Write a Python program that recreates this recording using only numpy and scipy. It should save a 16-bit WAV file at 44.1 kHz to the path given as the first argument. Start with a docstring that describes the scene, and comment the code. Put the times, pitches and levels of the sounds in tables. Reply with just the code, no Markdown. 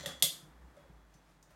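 """A short scrape, a knock, then a bright clink: a small metal spout is pushed onto the rim of a thin
metal mug and snaps home. Each contact rings the metal and the mug's hollow, and the wooden board
and table thud underneath. The hand damps the metal quickly; a small room carries the ring on.
Fingers then shift and let go with faint ticks and bumps, over quiet room noise and a wavering low hum."""
import sys
import numpy as np
from scipy import signal
from scipy.fft import rfft, irfft
from scipy.io import wavfile
from scipy.ndimage import uniform_filter1d

SR = 44100
rng = np.random.default_rng(int(sys.argv[2]) if len(sys.argv) > 2 else 0)


def persist_wave(psi):
    """Save psi, clipped to +-1, as 16-bit WAV."""
    counts = np.round(np.clip(psi, -1, 1) * 32767).astype(np.int16)
    wavfile.write(sys.argv[1], SR, np.atleast_2d(counts).T)


N = 68355
TIME = np.arange(N) / SR


# modes of the hand-held mug and spout: f/Hz, first-ring level/dB, after-ring level/dB (both relative)
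METAL_MODES = [(2060, -12, -38), (2700, -12, -45), (3374, 2, -28), (3592, 3, -33), (4040, -10, -36),
               (4445, -8, -29), (5087, -10, -31), (6033, -5, -28), (6190, -6, -40), (7130, -6, -30),
               (7420, -8, -35), (7877, -12, -34), (8550, -2, -35), (9480, -6, -36), (9955, -5, -35),
               (10950, -5, -46), (11630, -2, -44), (15210, -12, -43)]
RING_T60_S, AFTER_RING_T60_S = .027, .3

def metal_ring(tilt):
    """Struck metal in the hand: a fast, damped ring and a weak longer one on every mode."""
    first, after = fade(RING_T60_S), undb(2) * fade(AFTER_RING_T60_S)
    signs = rng.choice([-1, 1], len(METAL_MODES))
    out = np.zeros(N)
    for sign, (hz, first_db, after_db) in zip(signs, METAL_MODES):
        decay = undb(first_db) * first + undb(after_db) * after
        out += sign * tilt_gain(hz, tilt) * np.sin(2 * np.pi * hz * TIME) * decay
    return out


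# hits of spout on mug: t/s, relative level/dB, treble tilt/(dB per octave), wall mode level/dB in the hit
SPOUT_HITS = [(0.0305, -34, -5, -5.5), (0.0599, -15.5, -4.5, 2.5), (0.1986, -41, -0.5, -11),
              (0.2241, 0, 0.5, -21), (0.7675, -52, -2, 2)]
# colour of the crack, a cluster of dense, short-lived modes: f/Hz, relative level/dB
CRACK_COLOUR = [(300, -20), (1000, -15), (2000, -11.5), (2400, -14), (3300, -2.5), (4200, -8), (4600, 0.5),
                (5600, -2.5), (7000, -0.5), (9000, -1), (12400, 0), (14000, -10.5), (16000, -12.5)]
METAL_DB, CRACK_DB, CHATTER_DB = -20.5, -23, -7
CRACK_HOLD_S, CRACK_T60_S, CHATTER_DELAY_S = .0022, .03, .0056

def clinks():
    """Each contact rings the metal, cracks and chatters once; returns rings and cracks."""
    rings, cracks = np.zeros(N), np.zeros(N)
    contact = np.exp(-np.log(1000) * np.maximum(TIME - CRACK_HOLD_S, 0) / CRACK_T60_S)
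    for start, db, tilt, wall_db in SPOUT_HITS:
        wall_mode = undb(wall_db) * ring(hz=1900, t60=.028)
        rings += undb(db + METAL_DB) * delay(metal_ring(tilt) + wall_mode, start)
        crack = noise(CRACK_COLOUR, tilt) * contact
        chatter = undb(CHATTER_DB) * delay(noise(CRACK_COLOUR, tilt) * contact, CHATTER_DELAY_S)
        cracks += undb(db + CRACK_DB) * delay(crack + chatter, start)
    return rings, cracks


# knocks that ring the mug's hollow: t/s, level/dB, f/Hz
HOLLOW_KNOCKS = [(0.035, -34, 570), (0.061, -31, 550), (0.149, -41.5, 538), (0.225, -31, 686),
                 (0.23, -35, 505), (0.237, -33.5, 565), (0.770, -42, 579), (0.848, -51.5, 550),
                 (1.511, -56, 601)]

def mug_hollow():
    """The hollow answers with a short note, its pitch shifting between knocks as the hand covers it."""
    swell = attack(rise_s=.004)
    return sum(undb(db) * delay(swell * ring(hz, t60=.048), start) for start, db, hz in HOLLOW_KNOCKS)


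# envelope of the spout sliding on the rim: t/s, level/dB
SCRAPE_ENVELOPE = [(0, -47.5), (.025, -55.5), (.055, -54.5), (.09, -52.5), (.125, -56), (.16, -74.5),
                   (.2, -66), (.23, -83.5)]
# colour of the friction: f/Hz, relative level/dB
SCRAPE_COLOUR = [(50, -21), (150, 3), (550, 0), (900, -1.5), (2000, 0), (2500, -11), (3400, -1),
                 (5000, -8.5), (7500, -7), (11000, -23), (16000, -24)]
SCRAPE_GRAIN, SINGING_DB = .5, -8.5

def spout_scrape():
    """The spout sticks and slips along the mug and keeps its modes faintly singing."""
    slips = uniform_filter1d(rng.standard_normal(N), size=130)  # grains of about 3 ms
    grip = np.exp(SCRAPE_GRAIN * slips / slips.std())
    grip /= np.sqrt(np.mean(grip ** 2))
    friction = noise(SCRAPE_COLOUR) * grip * undb(curve(SCRAPE_ENVELOPE))
    modes = sum(undb(after_db) * ring(hz, AFTER_RING_T60_S) for hz, _, after_db in METAL_MODES)
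    singing = signal.fftconvolve(friction, modes)[:N]
    return friction + undb(SINGING_DB) * singing * friction.std() / singing.std()


# bumps passed to the board and table: t/s, relative level/dB
WOOD_BUMPS = [(0.001, -45.5), (0.066, -40.5), (0.232, -38), (0.402, -57.5), (0.428, -49), (0.454, -54.5),
              (0.895, -49.5), (1.147, -52.5), (1.435, -62), (1.516, -63)]
# modes of the wooden table: f/Hz, relative level/dB, T60/s
WOOD_MODES = [(151.8, 4, 0.13), (170.4, 0.5, 0.14), (309, -13.5, .12)]

def wood_thuds():
    """Each bump swells into a soft, low thud of the wood under the mug."""
    thud = attack(rise_s=.013) * sum(undb(db) * ring(hz, t60) for hz, db, t60 in WOOD_MODES)
    return sum(undb(db) * delay(thud, start) for start, db in WOOD_BUMPS)


# light touches on the handle: t/s, level/dB, f/Hz, rise/s
FINGER_TOUCHES = [(1.139, -51.5, 6100, 0.0064), (1.294, -73, 3250, .008), (1.4264, -55, 6080, 0.00099),
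                  (1.505, -56.5, 2138, 0.0032)]

def finger_ticks():
    """Fingers change grip: each touch is a short band of noise with a faint ring at its centre."""
    out = np.zeros(N)
    for start, db, hz, rise_s in FINGER_TOUCHES:
        colour = [(hz / 2, -14), (hz, 0), (hz * 2, -15)]
        tick = noise(colour) * fade(t60=.031) + undb(-13) * ring(hz, t60=.06)
        out += undb(db) * delay(tick * attack(rise_s), start)
    return out


# envelope of the palm rubbing the handle: t/s, level/dB
RUB_ENVELOPE = [(.74, -95), (.78, -72), (.85, -87), (.95, -95), (1.14, -75), (1.22, -78), (1.3, -72.5),
                (1.38, -82.5), (1.49, -78.5), (1.51, -69), (1.55, -84)]
# colour of skin on the handle: f/Hz, relative level/dB
SKIN_COLOUR = [(200, -6), (700, 0.5), (2300, -5), (4500, -9), (7000, -11), (15000, -19.5)]

def palm_rub():
    """Skin slides on the handle with a faint rustle."""
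    return noise(SKIN_COLOUR) * undb(curve(RUB_ENVELOPE))


ROOM_T60_S, ROOM_TREBLE_T60_S, PREDELAY_S, RETURN_DB = .33, .2, .006, -3

def room_reverb(send):
    """The walls of a small room return a diffuse tail whose treble dies a little sooner."""
    wash = rng.standard_normal(N)
    low = cut(wash, 6900, "low", order=1)
    tail = delay(low * fade(ROOM_T60_S) + (wash - low) * fade(ROOM_TREBLE_T60_S), PREDELAY_S)
    return undb(RETURN_DB) * signal.fftconvolve(send, tail / np.linalg.norm(tail))[:N]


# colour of the room noise: f/Hz, relative level/dB
ROOM_TONE_COLOUR = [(25, -22), (50, -4), (100, -14.5), (165, -6.5), (240, -15.5), (310, -11), (380, -17.5),
                    (650, -17.5), (1150, -19), (1800, -22), (2700, -32.5), (6000, -39), (16000, -45)]
# its slow drift: t/s, level/dB
ROOM_TONE_ENVELOPE = [(0, -65), (.3, -60.5), (.6, -62.5), (.85, -62.5), (1.1, -66.5), (1.4, -67.5),
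                      (1.55, -64.5)]

def room_tone():
    """A quiet, dark bed of noise that drifts in level."""
    air = cut(noise(ROOM_TONE_COLOUR), 40, "high", order=1)
    return air / air.std() * undb(curve(ROOM_TONE_ENVELOPE))


# path of the hum: t/s, level/dB, f/Hz
HUM_PATH = [(0, -59.5, 78), (.16, -63, 68), (.24, -68, 59.9), (.4, -90, 47.8), (.5, -63.5, 54.73),
            (.65, -54.5, 62.3), (.78, -74, 57.95), (.94, -57, 55.1), (1.12, -66.5, 50.95),
            (1.55, -69.5, 45.9)]

def low_hum():
    """One deep tone wavers in pitch and level."""
    phase = 2 * np.pi * np.cumsum(curve(HUM_PATH, column=2)) / SR
    return np.sqrt(2) * np.sin(phase) * undb(curve(HUM_PATH))


def undb(db):
    """Decibels to gain."""
    return 10 ** (np.asarray(db) / 20)


def curve(rows, column=1):
    """One column of a table joined by straight lines in time."""
    rows = np.array(rows)
    return np.interp(TIME, rows[:, 0], rows[:, column])


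def attack(rise_s):
    """Soft onset with time constant rise_s."""
    return 1 - np.exp(-TIME / rise_s)


def fade(t60):
    """Decay of 60 dB every t60 seconds."""
    return np.exp(-np.log(1000) * TIME / t60)


def ring(hz, t60):
    """One struck mode."""
    return np.sin(2 * np.pi * hz * TIME) * fade(t60)


def delay(x, seconds):
    """The same sound, starting later."""
    return np.concatenate([np.zeros(int(seconds * SR)), x])[:N]


def noise(colour, tilt=0):
    """Unit noise shaped by (f/Hz, level/dB) points, then tilted."""
    hz, db = np.array(colour).T
    freqs = np.maximum(np.fft.rfftfreq(N, 1 / SR), 1)
    gain = undb(np.interp(np.log(freqs), np.log(hz), db))
    spectrum = rfft(rng.standard_normal(N)) * gain * tilt_gain(freqs, tilt)
    return irfft(spectrum, N) / np.sqrt(np.mean(gain ** 2))


def tilt_gain(hz, tilt):
    """Softer contacts lose treble: tilt dB per octave about 4 kHz, flat below 1 kHz."""
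    return undb(tilt * np.log2(np.maximum(hz, 1000) / 4000))


def cut(x, hz, kind, order=2):
    """Low-pass or high-pass."""
    return signal.sosfilt(signal.butter(order, hz, kind, fs=SR, output="sos"), x)


def scene():
    """Mug and hand sounds feed the room; the thuds and the background stay dry. Mono."""
    rings, cracks = clinks()
    hollow = mug_hollow()
    handling = finger_ticks() + spout_scrape() + palm_rub()
    send = undb(-2.5) * rings + undb(3.5) * cracks + undb(-4) * hollow + handling
    direct = rings + cracks + hollow + handling + wood_thuds()
    return (direct + room_reverb(send) + room_tone() + low_hum())[None]


CEILING, LOW_CUT_HZ, HIGH_CUT_HZ = .45, 35, 15800

def record(dry):
    """The recorder rounds the loudest peaks, thins the deepest bass and cuts the top."""
    rounded = CEILING * np.tanh(dry / CEILING)
    steep_low_pass = signal.ellip(8, .2, 70, HIGH_CUT_HZ, fs=SR, output="sos")
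    return signal.sosfilt(steep_low_pass, cut(rounded, LOW_CUT_HZ, "high"))


dry = scene()
out = record(dry)
persist_wave(out)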